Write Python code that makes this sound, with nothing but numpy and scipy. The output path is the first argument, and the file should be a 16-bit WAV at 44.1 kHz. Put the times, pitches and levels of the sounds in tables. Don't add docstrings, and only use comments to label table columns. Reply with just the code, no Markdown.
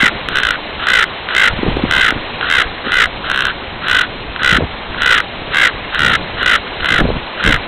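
import sys
import numpy as np
from scipy import signal
from scipy.io import wavfile
from scipy.ndimage import uniform_filter1d

SR = 44100
rng = np.random.default_rng(int(sys.argv[2]) if len(sys.argv) > 2 else 0)


def digitize_waveform(pressure):
    field = np.atleast_2d(pressure).T
    bounded = np.clip(field, -1, 1)
    quanta = np.round(bounded * 32767).astype(np.int16)
    wavfile.write(sys.argv[1], SR, quanta)


def gain_from_db(level_db):
    decades = np.asarray(level_db, float) / 20
    return 10 ** decades


N = 338247

# time in seconds, level in dB.
SURF_LEVEL = [
    (0.0, -26.5),
    (2.0, -24.5),
    (3.3, -28),
    (4.44, -29),
    (5.4, -26.5),
    (6.7, -25.5),
    (7.67, -26.5),
]
# frequency in Hz, spectral density in dB per Hz.
SURF_SPECTRUM = [(60, -16), (200, -7), (400, -5), (900, -5), (1400, -8), (2500, -8), (3400, -10.5),
                 (4500, -12.5)]
# time in seconds, gust level in dB.
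GUSTS = [(0.0, -28.5), (1.3, -42), (1.69, -18.5), (2.09, -30), (2.16, -24.5), (2.31, -34), (4.44, -31.5),
         (4.64, -14.5), (4.68, -32), (5.96, -33), (6.02, -22), (6.73, -37.5), (7.05, -12), (7.35, -50),
         (7.48, -11), (7.67, -35.5)]
# centre in seconds, peak in dB, frequency in Hz.
AIR_SLAPS = [(0.033, -5, 214), (1.537, -13, 130), (1.592, -10, 200), (1.633, -3.5, 307), (1.665, -4.5, 352),
             (1.679, -7, 245), (1.695, -12, 250), (1.757, -28, 150), (1.77, -3.5, 357), (1.84, 2, 242),
             (1.852, -9.5, 457), (2.125, -13.5, 207), (2.166, -12.5, 200), (4.529, -6.5, 151),
             (4.587, -7.5, 248), (4.608, -4.5, 513), (4.627, -20, 153), (4.639, -10, 149), (7.02, -4, 300),
             (7.042, -14, 250), (7.056, -6, 200), (7.09, -7, 353), (7.104, -4, 497), (7.45, -11, 184),
             (7.468, -6.5, 179), (7.494, -10, 199)]
# start in seconds, end in seconds, top pitch in Hz, final fall in Hz, upper throat ring in dB.
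CAWS = [(-.1, 0.099, 524, 90, 4.5), (0.288, 0.562, 514, 70, -3), (0.794, 1.052, 506, 90, 2),
        (1.282, 1.511, 519.4, 90, 4), (1.875, 2.129, 516, 170, 1.5), (2.403, 2.648, 529.5, 150, 1),
        (2.84, 3.07, 499.3, 120, 2.5), (3.238, 3.522, 529, 13, -9.5), (3.819, 4.055, 498, 19, -2.5),
        (4.389, 4.589, 494, 85, 1), (4.975, 5.214, 494.7, 130, 0), (5.504, 5.702, 539, 120, 4.5),
        (5.92, 6.173, 473.5, 53, 2), (6.368, 6.586, 490, 70, 1.2), (6.798, 7.017, 513, 100, 1.5),
        (7.372, 7.578, 535, 190, 2.5)]
# first throb in seconds, last throb in seconds, number of throbs,
# slowing from 0 to 1, longest throb in ms.
RATTLES = [(0.003, 0.077, 5, .15, 13), (0.356, 0.526, 11, .25, 5.8), (0.869, 1.024, 10, 0.15, 14),
           (1.349, 1.474, 8, 0.31, 17), (1.91, 2.08, 12, 0.33, 13), (2.5, 2.616, 9, 0.38, 11),
           (2.919, 3.037, 9, 0.62, 12), (3.299, 3.483, 13, 0.02, 4.44), (3.883, 4.032, 9, 0.45, 12),
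           (4.432, 4.565, 9, 0.33, 13), (5.019, 5.177, 11, .3, 14.5), (5.545, 5.668, 9, 0.47, 14),
           (5.992, 6.151, 11, 0.34, 12), (6.429, 6.551, 8, 0.24, 16), (6.844, 7, 10, 0.37, 11),
           (7.439, 7.541, 8, 0.5, 9.4)]
# time in seconds, level in dB.
VOICE_TICKS = [(.092, -6.5), (0.286, 3.5), (1.039, 9), (1.287, -1.5), (2.105, 8), (2.41, 0.5), (3.056, 3.5),
               (3.25, -15), (4.361, -1.5), (4.945, -8), (5.202, 9), (5.689, -6), (5.946, 1.5), (7.561, 0)]
# frequency in Hz, bandwidth in Hz, level in dB.
VOCAL_TRACT = [
    (1438, 351, -2),
    (2040, 166, -4),
    (2806, 710, -8.5),
    (4010, 230, -29),
]
MISFIRES_S = (.415, .527, 3.328, 3.436, 4.033, 6.447, 6.875)

SWELL_DB, SWELL_SHARE, FADE_DB, FADE_SHARE = -7, 0.11, -3, 0.086


def rms_one(x):
    return x / np.sqrt(np.mean(x ** 2) + 1e-20)


def in_time(rows):
    s, *columns = np.transpose(rows)
    return [np.interp(np.arange(N) / SR, s, column) for column in columns]


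def drift(rate_hz):
    r = np.exp(-2 * np.pi * rate_hz / SR)
    noise = rng.standard_normal(N + SR)
    return rms_one(signal.lfilter([1], [1, -2 * r, r * r], noise)[SR:])


def band(x, low_hz, high_hz, order=2):
    return signal.sosfilt(signal.butter(order, [low_hz, high_hz], "band", fs=SR, output="sos"), x)


def surf():
    edges_hz = 50 * 2 ** np.arange(0, 7, .5)
    white = rng.standard_normal((2, N))
    hz, density_db = np.transpose(SURF_SPECTRUM)
    sway_db = .8 * drift(0.91)
    out = 0
    for k, (low, high) in enumerate(zip(edges_hz, edges_hz[1:])):
        level_db = np.interp(np.log(low * high) / 2, np.log(hz), density_db)
        flicker_db = 1.3 * drift(39)
        out = out + gain_from_db(level_db + sway_db + flicker_db) * band(white[k % 2], low, high)
    level_db, = in_time(SURF_LEVEL)
    return gain_from_db(level_db) * out / np.std(band(out, 900, 4800))


def turbulence():
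    gust_db, = in_time(GUSTS)
    buffet_db = -30.5 + 0.95 * (gust_db + 28)
    rumble = rms_one(band(rng.standard_normal(N), 5.3, 87) * gain_from_db(3.5 * drift(23)))
    small_eddies = band(band(rng.standard_normal(N), 90, 360, order=1), 90, 980)
    buffet = rms_one(small_eddies * gain_from_db(5.1 * drift(36)))
    return gain_from_db(gust_db) * rumble + gain_from_db(buffet_db) * buffet


def slaps():
    shortness, half = 1.6, 800
    t = np.arange(-half, half) / SR
    out = np.zeros(N)
    for s, peak_db, body_hz in AIR_SLAPS:
        phase = rng.uniform(0, 2 * np.pi)
        middle = round(s * SR)
        for hz, db in [(body_hz, 0), (2.4 * body_hz, -10)]:
            pulse = np.exp(-(shortness * hz * t) ** 2) * np.cos(2 * np.pi * hz * t + phase)
            out[middle - half:middle + half] += gain_from_db(peak_db + db) * pulse
    return out


def wind():
    return turbulence() + slaps()


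def resonance(x, hz, width_hz):
    r = np.exp(-np.pi * width_hz / SR)
    numerator = np.array([1, 0, -1]) * (1 - r * r) / 2
    return signal.lfilter(numerator, [1, -2 * r * np.cos(2 * np.pi * hz / SR), r * r], x)


def tract(source, upper_db, beak_db):
    rings = [gain_from_db(db) * resonance(source, hz, width_hz) for hz, width_hz, db in VOCAL_TRACT]
    out = rings[0] - gain_from_db(upper_db) * rings[1] + gain_from_db(beak_db) * (rings[2] - rings[3])
    return band(out, 1200, 7800, order=3)


def throbs():
    short_ms, run_up_s, run_up_loss_db = 3.9, .013, 13.0
    rows = [(s, 2.6, db) for s, db in VOICE_TICKS]
    for first, last, count, slowing, longest_ms in RATTLES:
        way = np.linspace(0, 1, round(count))
        s = first + (last - first) * (way + slowing * way ** 2) / (1 + slowing)
        ms = np.interp(way, [0, .75, .93, 1], [short_ms, longest_ms, longest_ms, 0.76 * longest_ms])
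        if first < .1:
            ms[:-1] = longest_ms
        else:
            rows += [(first - k * run_up_s, short_ms, -k * run_up_loss_db) for k in (1, 2)]
        db = -.2 * ms + 2.2 * rng.standard_normal(len(s))
        weak = [np.argmin(abs(s - m)) for m in MISFIRES_S if first < m < last + run_up_s]
        db[np.isin(np.arange(len(s)), weak)] -= 11
        rows += zip(s, ms, db)
    return rows


def caw_curve(caw, rattle):
    start, end, top_hz, fall_hz, upper_db = caw
    way = np.linspace(0, 1, 21)
    effort = [SWELL_DB, 0, 0, FADE_DB]
    effort_db = np.interp(way, [0, SWELL_SHARE, 1 - FADE_SHARE, 1], effort)
    pitch_hz = top_hz - np.interp(way, [0, 0.6, 1], [12, 0, fall_hz])
    breath_db = -19 + effort_db + .2 * (rattle[-1] - 10)
    opening_db = .7 * np.interp(way, [0, 0.61, 1 - FADE_SHARE, 1], effort)
    beak_db = -2.5 + np.interp(way, [0, 1 - FADE_SHARE, 1], [0, 0, -15])
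    return np.transpose([start + way * (end - start), pitch_hz, breath_db, upper_db + opening_db, beak_db])


def syrinx(pitch_hz):
    sag_per_s, jitter, rough = 14.0, .006, .45
    attack_s, release_s = .0003, 0.0025
    wobbling_hz = pitch_hz * (1 + jitter * drift(320))
    hiss = rng.standard_normal(N)
    out = np.full(N, 1e-18)
    for s, length_ms, level_db in throbs():
        start = round(s * SR)
        size = round(max(length_ms - .8, .6) * SR / 1000)
        span = slice(start, start + size)
        t = np.arange(size) / SR
        sag = 1 + sag_per_s * (t[-1] / 2 - t)
        turns = np.cumsum(wobbling_hz[span] * sag) / SR - .25
        snaps = sum(np.cos(2 * np.pi * k * turns) for k in range(1, 10))
        puffs = rough * hiss[span] * (1 + np.cos(2 * np.pi * turns))
        edges = np.minimum(1, t / attack_s) * np.minimum(1, (t[-1] - t) / release_s)
        out[span] += gain_from_db(level_db) * edges * (snaps + puffs)
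    return out


def raven():
    rows = np.vstack([caw_curve(caw, rattle) for caw, rattle in zip(CAWS, RATTLES)])
    pitch_hz, breath_db, upper_db, beak_db = in_time(rows)
    n = np.arange(N)
    calling = sum((n >= caw[0] * SR) & (n < caw[1] * SR) for caw in CAWS)
    gate = uniform_filter1d(calling * 1., size=400)
    voice = tract(syrinx(pitch_hz), upper_db, beak_db)
    leak = rng.standard_normal(N) * gain_from_db(2.5 * drift(70))
    breath = rms_one(tract(leak, upper_db - 10.0, beak_db - 2.5))
    return voice + breath * gain_from_db(breath_db) * gate


def scene():
    return (surf() + wind() + raven())[None]


def roll_off(x):
    return signal.sosfilt(signal.butter(12, 16080, fs=SR, output="sos"), x)


def record(dry):
    soft_top, hard_top, band_edge_hz = .8, .72, 4086
    rounded = dry / (1 + np.abs(dry / soft_top) ** 4) ** .25
    steep = signal.ellip(10, .3, 100, band_edge_hz, fs=SR, output="sos")
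    narrow = signal.sosfilt(steep, rounded)
    mix = np.clip(narrow, -hard_top, hard_top) + .002
    return roll_off(mix)


dry = scene()
out = record(dry)
digitize_waveform(out)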